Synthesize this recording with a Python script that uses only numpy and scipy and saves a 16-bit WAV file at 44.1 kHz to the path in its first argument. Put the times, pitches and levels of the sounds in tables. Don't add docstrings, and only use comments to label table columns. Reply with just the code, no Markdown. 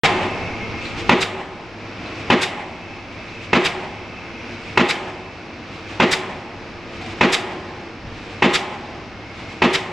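import sys
import numpy as np
from scipy import signal
from scipy.fft import rfft, irfft, next_fast_len
from scipy.io import wavfile
from scipy.ndimage import map_coordinates

SR = 44100
rng = np.random.default_rng(int(sys.argv[2]) if len(sys.argv) > 2 else 0)


def put_to_file(sound):
    columns = np.atleast_2d(sound).T
    safe = np.clip(columns, -1, 1)
    whole_steps = np.round(safe * 32767)
    wavfile.write(sys.argv[1], SR, whole_steps.astype(np.int16))


N = 437472

# f/Hz, left-right correlation
DIRECT = [(60, 0.97), (150, 0.94), (380, 1.0), (950, 0.98), (2380, 0.98), (5980, 0.81), (15000, 0.92)]
# f/Hz, left-right correlation
DIFFUSE = [(60, 0.98), (130, 1), (290, 0.99), (640, 0.98), (1410, 0.89), (3100, 0.72), (6820, 0.68),
           (15000, 0.26)]
# f/Hz, level/dB
WIND_SPECTRUM = [(15, -7), (50, -5.5), (110, -7), (250, -17), (1000, -71), (5000, -120)]
# f/Hz, level/dB
ENGINE_SPECTRUM = [(13, -47), (22, -20.5), (99, -3.5), (130, -10), (237, -6.5), (271, -7.5), (347, -4.5),
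                   (387, -14), (455, -11), (494, -11.5), (1090, -15), (2610, -18.5), (3250, -24),
                   (5320, -28), (15000, -80)]
# t/s, level/dB
ENGINE_LEVEL = [(0, -30), (1, -32), (2, -25.5), (7.8, -24.5), (9.9, -25.5)]
# f/Hz, level/dB, width/Hz
ENGINE_TONES = [(101.5, -35, 2.2), (236.5, -40.5, 5), (316, -47, 5.9), (455, -40, 5.4), (800, -46.5, 22),
                (1250, -47, 14)]
# f/Hz, width/Hz, level/dB
WHINE_PEAKS = [(2117, 95, -2.5), (2244, 60, 0), (2390, 85, -1.5), (2603, 70, 3), (2580, 1100, -9),
               (5400, 1300, -21.5), (9410, 60, -39)]
# t/s, level/dB
HYDRAULIC_EFFORT = [(0, -32.5), (1.4, -41), (2.2, -31.5), (4.4, -30.5), (6.6, -36), (9.9, -38.5)]
# start/s, end/s, level added to idle/dB
PUMP_RUNS = [(0.1, 0.8, -44.5), (9.08, 9.55, -39.5)]
# start/s, end/s, level added to idle/dB
FAN_RUNS = [(4.25, 4.45, -39), (6.7, 7.85, -32)]
# f/Hz, level/dB
ECHO_SPECTRUM = [(60, -24), (170, 4.5), (370, -1.5), (520, 0.5), (800, 5), (1400, -4.5), (2150, 4),
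                 (3200, -2), (5000, -16.5), (8000, -24), (11000, -46.5), (15000, -71)]
# f/Hz, t60/s
ECHO_DECAY = [(100, 1.94), (800, 1.79), (2500, 1.013), (8000, 1.08)]
# t/s, level/dB, f/Hz, t60/s
CLINKS = [(2.59, -23, 2130, 0.35), (3.82, -30, 2100, .3), (7.01, -26, 745, 0.56)]
# t/s, level/dB, t60/s
RATTLES = [(3.12, -34, .2), (7.01, -29, .22), (7.056, -33, .25)]
# f/Hz, level/dB
SLIDE_SPECTRUM = [(300, -31), (900, -24.5), (2400, 5.5), (4200, -6.5), (6000, -13), (8000, -19),
                  (10000, -35), (15000, -47)]
# f/Hz, level/dB
HISS_SPECTRUM = [(1000, -26), (3000, -15), (3700, 7.5), (4350, -6), (4850, -0.5), (6200, -8), (7700, -6),
                 (8700, -14), (11000, -22), (15500, -41)]
# f/Hz, level/dB
EXHAUST_SPECTRUM = [(100, -10.5), (600, -18), (1300, -4), (2000, 0), (3100, -1), (3650, -5), (4300, -11),
                    (4800, -7.5), (6200, -17), (7800, -26), (15500, -61)]
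# f/Hz, width/Hz, level/dB
PORT_PEAKS = [(2040, 330, 0), (2380, 500, -4), (3780, 400, -4), (4740, 260, -5.5)]
# f/Hz, width/Hz, level/dB
HUM_PEAKS = [(371.8, 27, -1), (824, 50, -11), (1046, 24, -9)]
# f/Hz, level/dB
BEND_SPECTRUM = [(110, -42), (170, -11), (240, 0), (330, -19.5), (600, -10.5), (900, -21), (1150, -18),
                 (1500, -23), (3000, -46)]
# f/Hz, level/dB, delay/s, swell/s, t60/s
PILE_MODES = [(79, -19.5, 0.0065, 0.011, 0.31), (139.3, -13.5, 0.0036, 0.013, 0.22),
              (189, -9, 0.0011, 0.042, 0.19), (244.4, -1.5, 0.019, 0.019, 0.15),
              (352.7, -1.5, 0.0394, 0.015, 0.21), (383.7, -9.5, 0.055, 0.021, 0.4),
              (455.4, -9, .015, 0.015, 0.32), (515, -15.5, 0.0053, 0.032, 0.3),
              (648, -15, 0.011, 0.033, 0.16), (822, -13, 0.021, 0.054, 0.23), (936, -21, 0, 0.017, 0.5),
              (1046, -16.5, 0.0094, .02, 0.32), (1091, -13, .005, 0.013, 0.21),
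              (1244, -14, 0.013, 0.01, 0.65), (1414, -26, .005, .015, .25), (1915, -14, 0.013, .015, 0.33),
              (2110, -20, 0.0058, 0.022, 0.33), (2422, -17, 0, 0.012, 0.34),
              (2627, -13.5, 0.002, 0.0084, 0.18), (3570, -24, 0, .015, .3)]
# f/Hz, level/dB
STEEL_SPECTRUM = [(60, -23), (300, 9.5), (550, -0.5), (750, -0.5), (1150, -2), (1450, -9.5), (1900, -2),
                  (2600, -5), (3500, -9.5), (5000, -19), (7500, -28), (9500, -50), (15000, -62)]
# f/Hz, t60/s
STEEL_DECAY = [(300, 0.29), (1200, 0.61), (2500, 0.56), (8000, 0.29)]
# f/Hz, level/dB, t60/s
ANVIL_MODES = [(194, -1, 0.044), (373.4, 2.5, 0.05), (850, 2, 0.034), (999, 0.5, 0.049),
               (1246, -10.5, 0.082), (1906, 1.5, 0.028), (2160, -6.5, 0.11), (2340, -13, .05),
               (2616, -2, 0.053)]
# f/Hz, level/dB
CRACK_SPECTRUM = [(100, -20), (400, -6), (1000, -3), (2600, -3.5), (4000, -14.5), (7000, -30.5),
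                  (10000, -49), (15000, -60)]
# t/s, blow gain/dB, exhaust gain/dB, port hiss gain/dB, strike gain/dB, fuel lever level/dB
BLOWS = [(-0.078, -2.5, -5, -5.5, 0, -40), (1.0921, -2, 0, 1.5, -1.5, -32), (2.2997, 0, 0.5, 3, -0.5, -31),
         (3.529, -1, 2.5, -2, 1, -34), (4.7726, 0, 2.5, -2, 0.5, -37), (5.998, 0, 2.5, 3.5, 1, -35),
         (7.2084, 1, 2.5, 3.5, -0.5, -36), (8.4207, 0.5, 4.5, -0.5, -1.5, -38),
         (9.6177, -0.5, 4, -2.5, -0.5, -34)]

LEVER_LEAD_S, SCRAPE_LEAD_S = .243, 0.093
EXHAUST_LAG_S = 0.1305


def amp(db):
    return 10 ** (np.asarray(db) / 20)


def unit(x):
    return x / np.sqrt(np.mean(x ** 2) + 1e-20)


def along(points, hz):
    f, v = np.transpose(points)
    return np.interp(np.log(hz + 1), np.log(f + 1), v)


def wobble(rate):
    steps = np.arange(0, N + 64, 64)
    knots = rng.standard_normal(int(N * rate / SR) + 4)
    return np.interp(np.arange(N), steps, map_coordinates(knots, [steps * rate / SR]))


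def tone(hz):
    return np.sin(2 * np.pi * np.cumsum(hz) / SR)


def rise(t, length):
    return np.sin(np.pi / 2 * np.clip(t / length, 0, 1)) ** 2


def decay(t, t60):
    return np.exp(-np.log(1000) * np.maximum(t, 0) / t60)


def bump(t, length):
    return np.exp(-(t / length) ** 2)


def add(track, s, sound):
    i = round(s * SR)
    part = sound[:, max(-i, 0):N - i]
    track[:, max(i, 0):][:, :part.shape[1]] += part


def filtered(x, response):
    n = x.shape[-1]
    m = next_fast_len(n + 8192)
    return irfft(rfft(x, m) * response(np.fft.rfftfreq(m, 1 / SR)), m)[..., :n]


def bins(z):
    return np.linspace(0, SR / 2, z.shape[1])


def white(size, alike=DIFFUSE):
    z = rng.standard_normal((2, size + 2)).view(complex)
    turn = np.arccos(np.clip(along(alike, bins(z)), -1, 1)) / 2
    mid, side = z[0] * np.cos(turn), z[1] * np.sin(turn)
    return np.array([mid + side, mid - side])


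def coloured(z, spectrum):
    return unit(irfft(z * amp(along(spectrum, bins(z)))))


def resonant(z, peaks):
    f = bins(z)
    response = sum(amp(db) / (1 + (2 * (f - hz) / width) ** 2) for hz, width, db in peaks)
    return unit(irfft(z * response))


def narrow(size, hz, width_hz):
    return resonant(white(size), [(hz, width_hz, 0)])


def fading(x, t60s):
    hz, t, z = signal.stft(x, SR, nperseg=256)
    damped = z * decay(t, along(t60s, hz)[:, None])
    return signal.istft(damped, SR, nperseg=256)[1][:, :x.shape[-1]]


def repeated(pattern, fresh, steady_hz):
    change = bins(pattern) / steady_hz
    return (pattern + change * fresh) / np.hypot(1, change)


def duty(runs, idle_db, spool_s=0.13):
    t = np.arange(N) / SR
    working = sum(amp(db) * (rise(t - start, spool_s) - rise(t - end, spool_s))
                  for start, end, db in runs)
    return amp(idle_db) + working


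def breeze():
    return amp(-42 + 2.5 * wobble(3)) * coloured(white(N, alike=[(50, 0)]), WIND_SPECTRUM)


def wind(t, gust_at_s=8.11):
    flow = amp(-47 + 3.5 * wobble(1.5)) + amp(-23) * bump(t - gust_at_s, .09)
    return flow * amp(2.3 * wobble(13)) * coloured(white(N), WIND_SPECTRUM)


def engines(t):
    level_db = np.interp(t, *np.transpose(ENGINE_LEVEL))
    firing = 1 + 0.092 * tone(ENGINE_TONES[0][0] + .6 * wobble(2.8))
    roar = amp(level_db + 0.93 * wobble(9.1)) * firing * coloured(white(N), ENGINE_SPECTRUM)
    tones = sum(amp(db + 3.4 * wobble(4.8)) * tone(hz + width * wobble(3 * width) / 2)
                for hz, db, width in ENGINE_TONES)
    return roar + tones


def hydraulics(t):
    effort_db = np.interp(t, *np.transpose(HYDRAULIC_EFFORT))
    return amp(effort_db + wobble(9.9)) * resonant(white(N), WHINE_PEAKS)


def fan():
    return duty(FAN_RUNS, idle_db=-43.5) * amp(1.5 * wobble(12)) * tone(346 + 5 * wobble(8))


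def pump():
    return duty(PUMP_RUNS, idle_db=-46) * narrow(N, hz=2160, width_hz=58)


def site_echo(t, pattern):
    swells = rise(t - .04, 0.066) * (1 + 0.5 * bump(t - .315, 0.022))
    reflections = coloured(repeated(pattern, white(len(t)), steady_hz=694), ECHO_SPECTRUM)
    return amp(-7.5) * fading(reflections, ECHO_DECAY) * swells


def clinks(lever_hz=3980, lever_t60_s=.15):
    out, t = np.zeros((2, N)), np.arange(SR // 2) / SR
    lever = [(s - LEVER_LEAD_S, lever_db, lever_hz, lever_t60_s) for s, *_, lever_db in BLOWS]
    for s, db, hz, t60 in lever + CLINKS:
        add(out, s, amp(db) * narrow(len(t), hz, width_hz=.18 * hz) * rise(t, 0.0055) * decay(t, t60))
    return out


def ram(t):
    fall = sum(rise(t - s + 0.35, 0.093) * (1 - rise(t - s, .02)) for s, *_ in BLOWS)
    scrapes = amp(-36) * sum(bump(t - s + SCRAPE_LEAD_S, .024) for s, *_ in BLOWS)
    rattles = sum(amp(db) * rise(t - s, .006) * decay(t - s, t60) for s, db, t60 in RATTLES)
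    contact = scrapes + rattles
    ticks = amp(-17) * contact * coloured(white(N), HISS_SPECTRUM)
    air = amp(-37.5 + 2.8 * wobble(25)) * fall
    return (air + contact) * coloured(white(N), SLIDE_SPECTRUM) + ticks


def exhaust(t, hiss_db):
    trail = amp(-6.0) * rise(t, 0.016) * decay(t, 0.26)
    burst = np.hypot(rise(t + .03, 0.047) * decay(t - .01, 0.032), trail)
    slit = np.hypot(rise(t + 0.023, 0.016) * decay(t - .006, 0.056), trail)
    gas = amp(-6.5) * coloured(white(len(t), DIRECT), EXHAUST_SPECTRUM)
    hiss = amp(hiss_db - 14.0) * coloured(white(len(t), DIRECT), HISS_SPECTRUM)
    bark = amp(-9.5) * resonant(white(len(t)), PORT_PEAKS) * bump(t - .008, 0.011)
    return gas * burst + hiss * slit + bark


def pile_hum(t):
    return amp(-20.0) * rise(t - .05, 0.042) * decay(t - .18, 1.48) * resonant(white(len(t)), HUM_PEAKS)


def bending_wave(t, arrival_s=.0192, arrival_hz=1201):
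    hz = arrival_hz * (arrival_s / np.maximum(t, arrival_s / 2)) ** 2
    return amp(along(BEND_SPECTRUM, hz)) * decay(t - .07, .1) * tone(hz)


def pile(t, phases):
    ring = 0
    for (hz, db, delay, swell, t60), phase in zip(PILE_MODES, phases):
        envelope = rise(t - delay, swell) * decay(t - delay - swell, t60)
        ring += amp(db + rng.normal(0, 0.84)) * envelope * np.sin(2 * np.pi * hz * t + phase)
    return ring


def steel(t, pattern):
    wash = coloured(repeated(pattern, white(len(t), DIRECT), steady_hz=1700), STEEL_SPECTRUM)
    return amp(0.37) * fading(wash, STEEL_DECAY) * rise(t, 0.033)


def anvil(t, phases):
    ring = sum(amp(db + rng.normal(0, 1)) * decay(t, t60) * np.sin(2 * np.pi * hz * t + phase)
               for (hz, db, t60), phase in zip(ANVIL_MODES, phases))
    return amp(1.0) * ring * rise(t, 0.0036)


def crack(t):
    impact = rise(t, 0.0047) * decay(t - .007, 0.064)
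    casing = amp(-5.5) * bump(t - .038, 0.018)
    return amp(-1.5) * coloured(white(len(t), DIRECT), CRACK_SPECTRUM) * np.hypot(impact, casing)


def hammer():
    out, tail_t = np.zeros((2, N)), np.arange(SR) / SR
    t = tail_t[:SR // 2]
    steel_pattern, site_pattern = white(len(t), DIRECT), white(SR)
    anvil_phases = rng.uniform(0, 2 * np.pi, len(ANVIL_MODES))
    pile_phases = rng.uniform(0, 2 * np.pi, len(PILE_MODES))
    for s, db, exhaust_db, hiss_db, strike_db, _ in BLOWS:
        strike = amp(strike_db) * (crack(t) + anvil(t, anvil_phases))
        ring = steel(t, steel_pattern) + pile(t, pile_phases) + bending_wave(t)
        puff = amp(exhaust_db) * exhaust(t - EXHAUST_LAG_S, hiss_db)
        add(out, s, amp(db) * (strike + ring + puff))
        add(out, s, amp(db) * (site_echo(tail_t, site_pattern) + pile_hum(tail_t)))
    return out


def scene():
    t = np.arange(N) / SR
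    return hammer() + ram(t) + clinks() + engines(t) + hydraulics(t) + wind(t) + fan() + pump() + breeze()


def gain_control(x, limit_db, release_db_per_s, window_s):
    pole = np.exp(-1 / (window_s * SR))
    power = signal.lfilter([1 - pole], [1, -pole], np.mean(x ** 2, axis=0))
    over_db = np.maximum(10 * np.log10(np.abs(power) + 1e-12) - limit_db, 0)
    creep_db = release_db_per_s * np.arange(N) / SR
    return x * amp(creep_db - np.maximum.accumulate(over_db + creep_db))


def record(dry, start_s=.035, ceiling=1.15, top_hz=15800):
    opened = dry * (np.arange(N) / SR > start_s)
    levelled = gain_control(opened, limit_db=-13.5, release_db_per_s=3.5, window_s=0.019)
    rounded = levelled / (1 + (levelled / ceiling) ** 4) ** .25
    return filtered(rounded, lambda hz: hz < top_hz)


dry = scene()
out = record(dry)
put_to_file(out)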